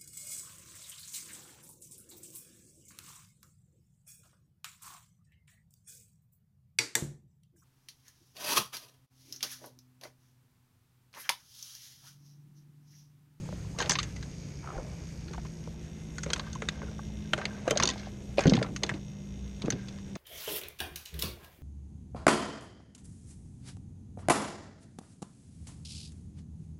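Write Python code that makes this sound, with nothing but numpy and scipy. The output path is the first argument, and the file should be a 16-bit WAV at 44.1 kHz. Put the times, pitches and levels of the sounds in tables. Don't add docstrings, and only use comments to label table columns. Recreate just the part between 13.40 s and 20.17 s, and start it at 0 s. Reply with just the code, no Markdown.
import sys
import numpy as np
from scipy import signal
from scipy.fft import rfft, irfft
from scipy.io import wavfile
from scipy.ndimage import uniform_filter1d

SR = 44100
rng = np.random.default_rng(int(sys.argv[2]) if len(sys.argv) > 2 else 0)


def persist_wave(psi):
    counts = np.round(np.clip(psi, -1, 1) * 32767).astype(np.int16)
    wavfile.write(sys.argv[1], SR, np.atleast_2d(counts).T)


def level_to_linear(level):
    exponent = np.asarray(level, float) / 20
    return 10 ** exponent


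N = 298557

# f/Hz, bandwidth/Hz, level/dB
HULL_MODES = [(131, 22, 5), (157, 55, 13), (224.5, 7.9, -5.5), (362, 17.5, -7), (480, 30, -6),
              (614, 14.6, -3.5)]


def clock():
    return np.arange(N) / SR


def in_time(rows):
    s, *columns = np.transpose(rows)
    return [np.interp(clock(), s, c) for c in columns]


def rms_one(x):
    return x / np.sqrt(np.mean(x ** 2) + 1e-20)


def drift(rate_hz):
    r = np.exp(-2 * np.pi * rate_hz * 40 / SR)
    slow = signal.lfilter([1], [1, -2 * r, r * r], rng.standard_normal(N // 40 + 2002))[2000:]
    return np.interp(np.arange(N) / 40, np.arange(len(slow)), rms_one(slow))


def lowpass(x, order, hz):
    return signal.sosfilt(signal.butter(order, hz, fs=SR, output="sos"), x)


def bandpass(x, order, low_hz, high_hz):
    return signal.sosfilt(signal.butter(order, [low_hz, high_hz], "band", fs=SR, output="sos"), x)


def resonate(x, hz, width_hz):
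    r = np.exp(-np.pi * max(width_hz, 5) / SR)
    poles = [1, -2 * r * np.cos(2 * np.pi * hz / SR), r * r]
    return signal.lfilter(np.array([1, 0, -1]) * (1 - r * r) / 2, poles, x)


def narrow_band(x, hz, width_hz):
    return rms_one(resonate(resonate(x, hz, width_hz), hz, width_hz))


def coloured(spectrum, patchy_db):
    white = rfft(rng.standard_normal(N))
    hz = np.arange(N // 2 + 1) * SR / N + 1e-3
    points_hz, points_db = np.transpose(spectrum)
    shaped = white * level_to_linear(np.interp(np.log(hz), np.log(points_hz), points_db))
    shaped = shaped / np.sqrt(np.mean(irfft(shaped, N) ** 2))
    out = 0
    for k in range(8, 30, 2):
        share = np.clip(1 - np.abs(2 * np.log2(hz) - k) / 2, 0, 1)
        out = out + irfft(shaped * share, N) * level_to_linear(patchy_db * drift(10.3))
    return out


def body(push, modes, widen, spread_db):
    draws = rng.standard_normal((min(len(modes), 5), 2))
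    draws = np.resize(draws, (len(modes), 2))
    out = 0
    for k, ((hz, width_hz, db), (strength, detune)) in enumerate(zip(modes, draws)):
        gain = (-1) ** k * level_to_linear(db + spread_db * strength) * np.sqrt(1 / width_hz)
        out = out + gain * resonate(push, hz * (1 + detune / 60), width_hz * widen)
    return out / np.max(np.abs(out))


def rattle(t60, grain_db, size, rise_s=.0001):
    t = np.arange(size) / SR
    grains = rng.standard_normal(size) * level_to_linear(grain_db * np.minimum(rng.exponential(1, size), 3))
    fall_db = -60 * t / np.clip(t60, .003, .045)
    crack = 1 + np.exp(-t / .001)
    tail = level_to_linear(-26 + .25 * fall_db)
    return grains * (1 - np.exp(-t / rise_s)) * (crack * level_to_linear(fall_db) + tail)


def add(out, s, piece):
    i = max(round(s * SR), 0)
    out[i:i + len(piece)] += piece[:N - i]


def air():
    # t/s, level/dB
    swell = [(0.0, -37.5), (0.68, -37), (0.92, -39), (2.49, -39), (5.28, -37.5), (5.77, -41), (6.77, -38.5)]
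    # f/Hz, density/dB
    rumble_spectrum = [(12, -27), (20, -16), (54, -4), (103, -2), (163, -5), (278, -11.5), (430, -16.5),
                       (1100, -33.5), (1430, -75)]
    # f/Hz, density/dB
    hiss_spectrum = [(530, -40), (900, -7), (1580, -3), (2440, -4.5), (4340, -9.5), (6560, -8.5),
                     (9370, -14.5), (10400, -18.5), (12300, -17), (14000, -29)]
    rumble_db, = in_time(swell)
    hiss_db = -59.5 - .5 * clock() + 0.9 * (rumble_db - rumble_db.mean())
    throbs = level_to_linear(-49) * narrow_band(rng.standard_normal(N), 61.5, 5)
    throbs += level_to_linear(-57) * narrow_band(rng.standard_normal(N), 121, 6)
    insects = level_to_linear(-71 + 1.5 * drift(1.5)) * narrow_band(rng.standard_normal(N), 6500, 330)
    rumble = level_to_linear(rumble_db - 6.5) * coloured(rumble_spectrum, patchy_db=1.16)
    hiss = level_to_linear(hiss_db + 0.6) * coloured(hiss_spectrum, patchy_db=1.64)
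    return rumble + hiss + throbs + insects


def hums():
    # f/Hz, rms level/dB, start t/s, end t/s
    machines = [
        (105, -48.5, -.3, .9),
        (73.4, -53, 1.2, 4.1),
        (349.6, -63.5, 1.87, 5.9),
    ]
    out = np.zeros(N)
    for hz, db, a, b in machines:
        gate = np.interp(clock(), [a - .2, a + .1, b - .1, b + .2], [0, 1, 1, 0])
        level = np.sqrt(2) * level_to_linear(db + 2.0 * drift(2)) * gate
        turns = np.cumsum(hz * (1 + 0.00814 * drift(1.574))) / SR
        out += level * np.sin(2 * np.pi * turns)
    return out


def spray():
    # f/Hz, bandwidth/Hz, rms level/dB, start t/s, end t/s
    bands = [
        (2290, 310, -68, 0.34, 1.87),
        (4800, 960, -69, -.3, 1.9),
        (6490, 470, -66.5, 0.34, 1.8),
    ]
    out = np.zeros(N)
    for hz, width_hz, db, a, b in bands:
        gate = np.interp(clock(), [a - .3, a + .1, b - .2, b + .2], [0, 1, 1, 0])
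        level = level_to_linear(db + 1.5 * drift(3)) * gate
        out += level * narrow_band(rng.standard_normal(N), hz, width_hz)
    return out


def motor():
    # f/Hz, bandwidth/Hz, rms level/dB, lag t/ms
    casing = [(2090, 25, -73, 0), (2620, 200, -72, 1), (2950, 300, -71.5, 1), (3620, 350, -70, .3),
              (4500, 400, -75, 1.2), (5080, 250, -74, 1.5), (5690, 230, -69.5, 1.6), (6390, 300, -79, 1)]
    # t/s, level/dB
    carry = [(0, -9), (.7, 1), (2.4, 3), (3.8, 3), (4.4, -1), (5.3, -2), (5.8, 2), (6.77, 1)]
    turn_hz = 58.09
    high_db, = in_time(carry)
    before = np.clip(2 * (2.6 - clock()), 0, 1)
    low_db = high_db - 3.5 - 7 * before
    mid_db = high_db - 12 * (1 - before)
    starts = np.arange(int(N / SR * turn_hz) - 1) / turn_hz
    strengths = level_to_linear(1.6 * rng.standard_normal(len(starts)))
    out = np.zeros(N)
    for hz, width_hz, db, lag_ms in casing:
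        pulses = np.zeros(N)
        pulses[np.round((starts + lag_ms / 1000) * SR).astype(int)] = strengths
        pulses += level_to_linear(-9) * np.roll(pulses, round(SR / turn_hz / 2))
        carry_db = low_db if hz < 4000 else mid_db if hz < 5400 else high_db
        out += level_to_linear(db + 2 + carry_db + drift(2)) * narrow_band(pulses, hz, 1.04 * width_hz)
    return out


def engine():
    # t/s, f/Hz
    shaft = [(0, 29.75), (.6, 29.58), (1.2, 28.27), (2, 27.32), (2.6, 26.46), (4, 25.93), (4.6, 25.28),
             (6.1, 24.72)]
    orders = (5, 6, 8)
    orders_db = (-47.5, -46, -45)
    # t/s, depth/dB, half length t/s
    minima = [
        [(3.0, 20, 0.97), (5.5, 40, 0.48)],
        [(1.2, 8, 0.38), (4.5, 28, .4), (6.6, 13, 0.69)],
        [(0.197, 26.5, 2)],
    ]
    shaft_hz, = in_time(shaft)
    turns = np.cumsum(shaft_hz * (1 + 0.0018 * drift(2.4))) / SR
    out = np.zeros(N)
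    for order, db, fades in zip(orders, orders_db, minima):
        level_db = db + drift(3.2)
        for s, depth_db, half_s in fades:
            level_db = level_db - depth_db * np.exp(-((clock() - s) / half_s) ** 2)
        out += np.sqrt(2) * level_to_linear(level_db) * np.sin(2 * np.pi * order * turns)
    return out


def load():
    # t/s, rise t/s, hold t/s, level/dB, decay/(dB/s)
    landings = [
        (0.416, 0.1, .01, -35, 122),
        (1.323, 0.031, .01, -38.5, 200),
        (4.303, 0.095, 0.12, -35, 498),
        (5.052, .006, .001, -9, 227),
        (5.098, 0.024, .01, -21, 100),
        (6.237, 0.0047, 0.11, -28.5, 430),
    ]
    t, envelopes = clock(), []
    for s, rise_s, hold_s, db, fall in landings:
        rise = np.clip((t - s) / rise_s, 0, 1) ** 2
        envelopes.append(rise * level_to_linear(db - fall * np.maximum(t - s - rise_s - hold_s, 0)))
    return np.max(envelopes, axis=0)


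def boom():
    bumps = rng.standard_normal(N) * level_to_linear(3 * drift(40))
    bumps = lowpass(bumps, 2, 450)
    modes = [(50, 30, -23), (94, 14, -7)] + HULL_MODES[:3] + [(252, 29, 0.76)]
    low = sum(level_to_linear(db) * resonate(bumps, hz, 1.5 * width_hz) for hz, width_hz, db in modes)
    return level_to_linear(-4) * load() * rms_one(low)


def strokes():
    # t/s, length t/s, bright level/dB, dull level/dB
    slides = [(0.381, 0.097, -50, -41.5), (0.492, 0.07, -44, -45.5), (0.596, 0.095, -55, -56),
              (1.224, 0.23, -70, -59), (1.32, 0.1, -69, -47), (1.387, 0.27, -84, -58.5),
              (2.858, 0.19, -57, -50), (3.035, 0.097, -61, -61), (3.177, 0.36, -60, -55.5),
              (3.964, 0.12, -55, -46), (4.08, 0.23, -62, -56), (4.259, 0.17, -64, -42.5),
              (4.364, 0.17, -45, -44.5), (4.537, 0.15, -54, -57.5), (4.977, 0.056, -58, -40),
              (5.008, .06, -44, -47), (5.09, .09, -47, -45), (5.172, .12, -60, -46),
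              (5.429, 0.028, -56, -39.5), (5.473, .1, -55.5, -49), (6.197, 0.37, -60, -62)]
    power, t = np.zeros((2, N)), clock()
    ends, peak_share, release_s = level_to_linear(-6), 0.34, 0.023
    for s, length, bright_db, dull_db in slides:
        corners = [-.006, 0, peak_share * length, length, length + release_s]
        shape = np.interp(t - s, corners, [0, ends, 1, ends, 0])
        power += (level_to_linear(np.array([[bright_db], [dull_db]])) * shape) ** 2
    return np.sqrt(power)


def rubbing():
    # f/Hz, density/dB
    rub_spectrum = [(590, -21), (1550, -2), (2030, -2), (4070, -8), (5330, -6), (6430, -11), (8000, -46),
                    (12000, -60)]
    bright, dull = strokes()
    clumps = level_to_linear(2.5 * drift(90))
    modes = HULL_MODES[3:] + [(750, 135, -13.0), (1190, 670, -20.5)]
    through_hull = sum(level_to_linear(db) * resonate(rng.standard_normal(N), hz, 3.1 * width_hz)
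                       for hz, width_hz, db in modes)
    through_hull = lowpass(through_hull, 2, 1700)
    airborne = coloured(rub_spectrum, patchy_db=-2.5)
    return clumps * (level_to_linear(-0.5) * bright * airborne + level_to_linear(2.0) * dull * rms_one(through_hull))


def creaks():
    # f/Hz, bandwidth/Hz, level/dB
    blank = [(760, 55, -4), (1100, 70, -10), (1350, 120, -15), (1580, 70, 2), (2120, 83, -2),
             (2650, 99, -36)]
    jerks_per_s = 490
    strengths = level_to_linear(4.5 * np.minimum(rng.exponential(1, N), 3)) * rng.choice([-1, 1], N)
    jerks = (rng.random(N) < jerks_per_s / SR) * strengths
    rung = 0
    for hz, width_hz, db in blank:
        share = level_to_linear(4.5 * rng.standard_normal(N))
        rung = rung + level_to_linear(db) * resonate(jerks * share + 1e-18, hz, width_hz)
    return level_to_linear(-1) * strokes()[0] * rms_one(lowpass(rung, 3, 2800))


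def snaps():
    # t/s, peak level/dB
    edges = [(0.3865, -50), (0.423, -35), (0.4958, -25), (0.587, -51.5), (0.6285, -45), (2.833, -52),
             (2.9297, -53), (3.2869, -67), (3.9355, -35), (4.0532, -68), (4.275, -43.5), (4.3071, -25),
             (4.3745, -58), (4.3984, -53), (4.4332, -31), (4.9821, -37), (5.0669, -46), (5.0948, -47),
             (5.3617, -46), (5.4321, -47), (6.304, -35)]
    out, t = np.zeros(N), np.arange(2000) / SR
    t60 = 0.015
    for s, db in edges:
        add(out, s, level_to_linear(db - 5.5 - 60 * t / t60) * rng.standard_normal(len(t)))
    return bandpass(out, 3, 8000, 12500)


def chatter():
    # t/s, length t/s, level/dB, centre f/Hz
    stretches = [(0.395, 0.065, -49, 2800), (0.398, 0.07, -46, 810), (0.496, 0.037, -52, 3200),
                 (0.502, 0.076, -50, 905), (1.233, .2, -55, 990), (1.908, 0.028, -57, 1200),
                 (1.934, 0.022, -45, 905), (1.976, 0.023, -51.5, 1390), (2.048, 0.021, -52.5, 1500),
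                 (2.834, .2, -64, 1300), (2.976, .008, -47, 4470), (3.03, 0.17, -59, 1280),
                 (3.96, .1, -52.5, 1400), (4.072, 0.13, -55, 1290), (4.972, 0.01, -43.5, 2940),
                 (5.008, 0.021, -51.5, 4800), (5.083, 0.055, -59, 4160), (5.242, 0.039, -59, 2000),
                 (6.217, 0.057, -49, 684)]
    out, t = np.zeros(N), np.arange(6000) / SR
    span, fade_db = 1.7, 6
    for s, length, db, hz in stretches:
        grains = rng.standard_normal(len(t)) * level_to_linear(4.0 * np.minimum(rng.exponential(1, len(t)), 3))
        band = rms_one(bandpass(grains, 2, hz / span, hz * span))
        gate = np.interp(t, [0, .002, length, length + .01], [0, 1, 1, 0])
        add(out, s, band * level_to_linear(db - fade_db * t / length) * gate)
    return out


def rings():
    # t/s, f/Hz, peak level/dB, t60/s
    ringing = [(.058, 900, -46, 0.026), (.248, 1030, -48, 0.036), (.349, 890, -44, .04),
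               (.364, 1150, -44, 0.027), (1.345, 790, -40.5, 0.23), (1.362, 42.3, -30, .25),
               (1.379, 1410, -38, 0.032), (1.98, 45.3, -38, .25), (2.783, 1460, -32.5, 0.042),
               (3.04, 1550, -47, 0.082), (3.068, 1190, -46, 0.1), (3.075, 1580, -42, .05),
               (3.134, 1550, -47, .04), (3.381, 1570, -54, .05), (3.43, 1520, -41, 0.046),
               (3.482, 1430, -45, 0.045), (3.7, 853, -54, 0.036), (3.936, 620, -27.5, 0.062),
               (3.996, 760, -35, .06), (4.016, 1580, -37, 0.097), (4.108, 1580, -39, .05),
               (4.148, 1540, -45, 0.069), (4.31, 3110, -29, 0.067), (4.314, 447, -23.5, 0.16),
               (4.403, 2500, -24, 0.023), (4.983, 2480, -22.5, 0.037), (4.993, 2400, -29, 0.045),
               (5.057, 490, -31, .12), (5.057, 774, -30, 0.035), (5.057, 1480, -26, .03),
               (5.088, 180, -23.5, 0.25), (5.122, 200, -14, 0.093), (5.147, 264, -23, .08),
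               (5.176, 770, -31.5, 0.074), (5.229, 1390, -30, 0.028), (5.216, 630, -24, 0.044),
               (5.245, 1350, -36.5, 0.072), (6.395, 1590, -47.5, 0.047), (1.947, 910, -39, 0.022),
               (2.051, 1010, -40.5, .04), (3.85, 1580, -50.5, 0.06), (3.63, 1610, -53, 0.055),
               (.765, 2000, -46, 0.065), (6.757, 644, -39, 0.064)]
    # t/s, f/Hz, peak level/dB, t60/s
    more_ringing = [(0.406, 900, -31, 0.073), (.497, 820, -30, 0.068), (2.933, 3260, -20.5, 0.026),
                    (3.287, 1620, -24.5, 0.023), (3.935, 3120, -18, 0.022), (4.054, 4800, -31, .02),
                    (5.26, 780, -43, 0.1), (5.541, 307, -29.5, 0.075), (6.282, 304, -14.5, 0.015),
                    (6.304, 6220, -17.5, 0.014), (6.329, 418, -37.5, 0.18), (5.0555, 633, -10, 0.011),
                    (5.1225, 500, -19, .008), (3.937, 337, -34, 0.12), (5.438, 340, -32, 0.076)]
    out, t = np.zeros(N), np.arange(SR // 3) / SR
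    for s, hz, db, t60 in ringing + more_ringing:
        onset = 1 - np.exp(-4 * hz * t)
        add(out, s, -level_to_linear(db - 60 * t / t60) * onset * np.sin(2 * np.pi * hz * t))
    return out


def knocks():
    # t/s, rod peak level/dB, hull level/dB, f/Hz
    taps = [(0.089, -32.5, -56, 470), (0.126, -31, -52, 467), (0.4, -23, -50, 1040), (0.459, -35, -44, 570),
            (0.498, -28, -33, 830), (1.384, -26, -76, 500), (1.909, -32, -32, 357), (1.945, -43, -33, 344),
            (1.98, -29.5, -33, 680), (2.051, -40, -34, 630), (2.275, -30.5, -58, 458),
            (2.862, -26, -26, 416.6), (2.9, -30.5, -35, 560), (3.069, -38, -47, 1570),
            (3.156, -30, -47, 1070), (3.222, -23.5, -48, 430), (3.288, -38, -22.5, 1620),
            (3.418, -27.5, -53, 1580), (3.432, -31, -64, 406.6), (3.489, -36.5, -52, 435),
            (3.592, -29.5, -33.5, 1155)]
    # t/s, rod peak level/dB
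    slips = [(1.229, -44), (1.242, -37), (1.261, -42), (1.274, -28.5), (1.288, -30), (1.303, -28),
             (1.318, -36), (1.344, -47)]
    # t/s, rod peak level/dB, hull level/dB, f/Hz
    thumps = [(3.935, -16, -23, 1390), (3.98, -22, -53, 590), (4.276, -12, -20, 498),
              (4.309, -13.5, -27, 446), (4.329, -22, -26, 465), (4.362, -18, -34, 563),
              (4.44, -23.5, -19, 1060), (4.558, -29.5, -50, 665), (4.67, -32, -52, 600),
              (4.982, -10, -25, 574), (4.991, -15, -12.5, 583), (5.056, -11, -4.5, 371),
              (5.07, -34, -31, 351.4), (5.1215, -22, -12.5, 351), (5.146, -38, -23, 363),
              (5.175, -26, -27, 760), (5.215, -17.5, -38, 425), (5.248, -40, -24.5, 745),
              (5.437, -19.5, -48, 341), (5.514, -28, -24.5, 1570), (6.25, -37, -48, 430),
              (6.281, -21, -47, 460), (6.76, -33.5, -26, 386)]
    out = np.zeros(N)
    slips = [(s, db, -49, 990) for s, db in slips]
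    for s, rod_db, hull_db, hz in [*taps, *slips, *thumps]:
        hard_db = 0.5 - 0.6 * max(hull_db + 45, 0)
        push = signal.lfilter([1], [1, -1.5, .5625], rattle(.008, grain_db=2.5, size=8000))
        modes = [(hz, hz / 8, 0), (hz * 1.33, hz / 6, -3), (hz * .72, hz / 5, -4)]
        modes += [(930, 530, hard_db - 2.0), (1570, 1300, hard_db - 13.5)]
        add(out, s, level_to_linear(rod_db - 3.0) * body(push, modes, widen=0.63, spread_db=4.5))
        add(out, s, level_to_linear(hull_db - 4.5) * body(push, HULL_MODES[:4], widen=2.13, spread_db=4.0))
    return out


def contacts():
    # f/Hz, bandwidth/Hz, level/dB
    reel_modes = [(2526, 810, -1), (3245, 260, -1.5), (3450, 170, -0.5), (4250, 1050, 7), (4820, 890, 1)]
    bright_modes = [(5780, 910, 0), (6470, 670, -11), (6325, 275, 3), (8270, 550, -11), (8170, 1040, -8)]
    rod_modes = [(680, 670, -10), (1040, 164, -6.5), (1390, 307, -3), (1620, 140, -1), (2053, 280, -4.5)]
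    arm_modes = [(1010, 60, -1.5), (1910, 35, -8.5), (2700, 250, -7), (3110, 54, -7), (3570, 130, 3.5),
                 (3810, 330, 0.5), (4420, 300, -0.5), (4980, 250, -5), (5930, 120, -3.5), (6100, 180, -6.5),
                 (6500, 270, -4), (7300, 240, -10), (8140, 1100, -12.5)]
    # t/s, reel body peak level/dB, bright parts level/dB, rod level/dB
    swing = [(0.387, -23, -27, -32), (0.402, -20, -29, -27), (0.412, -27, -29, -38),
             (0.4234, -21.5, -33, -28), (0.459, -27.5, -46, -37), (0.4947, -15.5, -16, -23),
             (0.507, -14, -20.5, -34), (0.5181, -27, -19, -24.5), (0.5328, -23.5, -32, -45),
             (0.5536, -18.5, -32, -27), (0.5871, -16.5, -28.5, -24.5), (0.5993, -27, -34, -29.5),
             (0.6292, -25.5, -29.5, -36.5), (0.7622, -39, -44.5, -42), (0.8263, -32.5, -44, -41)]
    fingers = [(1.8816, -36, -58, -47.5), (1.934, -37, -43.5, -41), (2.782, -30, -32.5, -37),
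               (2.8325, -29.5, -29, -34), (2.8617, -42, -50, -40), (2.9022, -20, -35, -32),
               (2.9329, -13, -19.5, -23.5), (2.9608, -31, -44, -34), (2.9952, -20, -35.5, -30.5),
               (3.1298, -32.5, -36, -60), (3.1515, -41, -41, -41), (3.2201, -51, -44, -28.5),
               (3.287, -15.5, -25, -28.5)]
    lay_down = [(3.9334, -20.5, -63, -15), (3.9776, -48, -49, -31.5), (3.9857, -41, -56, -31.5),
                (4.0147, -34, -52, -33), (4.054, -17.5, -31.5, -23), (4.2777, -30, -37, -27),
                (4.2985, -35, -49, -34), (4.3082, -17, -22.5, -20), (4.355, -30, -50, -39),
                (4.3734, -13.5, -19.5, -32), (4.3995, -16, -21, -17.5), (4.4247, -16, -30, -25),
                (4.5347, -36, -48, -46), (4.578, -36, -46, -57), (4.596, -35, -44, -48)]
    let_go = [(4.9819, -19, -39, -40), (4.9913, -22, -44, -27.5), (5.0067, -25, -28.5, -32),
              (5.037, -30, -32.5, -39), (5.0562, -26, -75, -33), (5.0689, -22, -26, -33),
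              (5.0754, -20, -34, -55), (5.096, -15, -21.5, -47), (5.107, -36, -38, -41),
              (5.1354, -14, -28.5, -26), (5.1527, -23, -33, -37), (5.1661, -25, -47, -31),
              (5.1884, -35, -47, -37), (5.227, -20.5, -32.5, -31), (5.2433, -45, -63, -35.5),
              (5.2632, -46, -63, -41), (5.3621, -26, -29.5, -29.5), (5.4339, -14.5, -22.5, -28),
              (5.464, -31, -40, -58), (5.4919, -36.5, -60, -23), (5.539, -33.5, -53, -38.5),
              (6.0766, -47, -58, -64), (6.2193, -25.5, -35.5, -43), (6.258, -34, -46, -43),
              (6.3032, -20.5, -24, -27.5), (6.3226, -25, -33, -34.5), (6.4837, -34, -44.5, -47),
              (6.5854, -40, -54, -46.5), (6.754, -32, -39, -40)]
    # t/s, reel body peak level/dB
    bounces = [
        (4.434, -4),
        (4.4544, -10.5),
        (4.474, -9.5),
        (4.4887, -13),
        (4.4997, -18.5),
        (4.509, -24),
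    ]
    bounces = [(s, db, db - 20, db - 32) for s, db in bounces]
    loose_s, firm_s = .00031, .0001
    # events, t60/s of a -15 dB contact, main modes, variety, rise t/s
    actions = [(swing, .042, reel_modes, 1, loose_s), (fingers, .027, reel_modes, 1, loose_s),
               (lay_down, .031, reel_modes, 1, firm_s), (bounces, .022, arm_modes, .3, firm_s),
               (let_go, .029, reel_modes, 1, firm_s)]
    out = np.zeros(N)
    for rows, t60, modes, varied, rise_s in actions:
        for s, reel_db, bright_db, rod_db in rows:
            contact_t60 = t60 - .00075 * (reel_db + 15)
            push = rattle(contact_t60, grain_db=4.5, size=5000, rise_s=rise_s)
            add(out, s, level_to_linear(reel_db - 5.0) * body(push, modes, widen=0.94, spread_db=2 * varied))
            add(out, s, level_to_linear(bright_db + 1.0) * body(push, bright_modes, widen=1.27, spread_db=3.33 * varied))
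            add(out, s, level_to_linear(rod_db + 2.5) * body(push, rod_modes, widen=1.36, spread_db=5.5))
    return out


def scene():
    handling = boom() + rubbing() + rings() + knocks() + contacts()
    handling = lowpass(handling, 5, 8600)
    background = air() + hums() + spray() + motor() + engine()
    return (background + creaks() + snaps() + chatter() + handling)[None]


def thin_treble(x):
    sparse_from_hz, keep_above = 9400, 1.2
    hz, s, lines = signal.stft(x, SR, nperseg=2048)
    local = np.sqrt(uniform_filter1d(np.abs(lines) ** 2, size=48, axis=0))
    wander = drift(2.5) + 4 * (clock() < .4) + 2 * (clock() > 5.6)
    edge_hz = 13000 + 400 * np.interp(s, clock(), wander)
    treble = local[hz > sparse_from_hz].mean(axis=0)
    calm = treble < 2 * np.median(treble)
    weak = (np.abs(lines) < keep_above * local) & (hz[:, None] > sparse_from_hz)
    lost = calm & (weak | (hz[:, None] > edge_hz))
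    return signal.istft(lines * ~lost, SR, nperseg=2048)[1][:N]


def low_pass(x):
    return signal.sosfilt(signal.butter(12, 14300, fs=SR, output="sos"), x)


def record(dry):
    # f/Hz, bandwidth/Hz, boost/dB
    port = (6500, 500, 3)
    hz, width_hz, boost_db = port
    mix = dry[0] + (level_to_linear(boost_db) - 1) * resonate(dry[0], hz, width_hz)
    return low_pass(thin_treble(mix)[None])


dry = scene()
out = record(dry)
persist_wave(out)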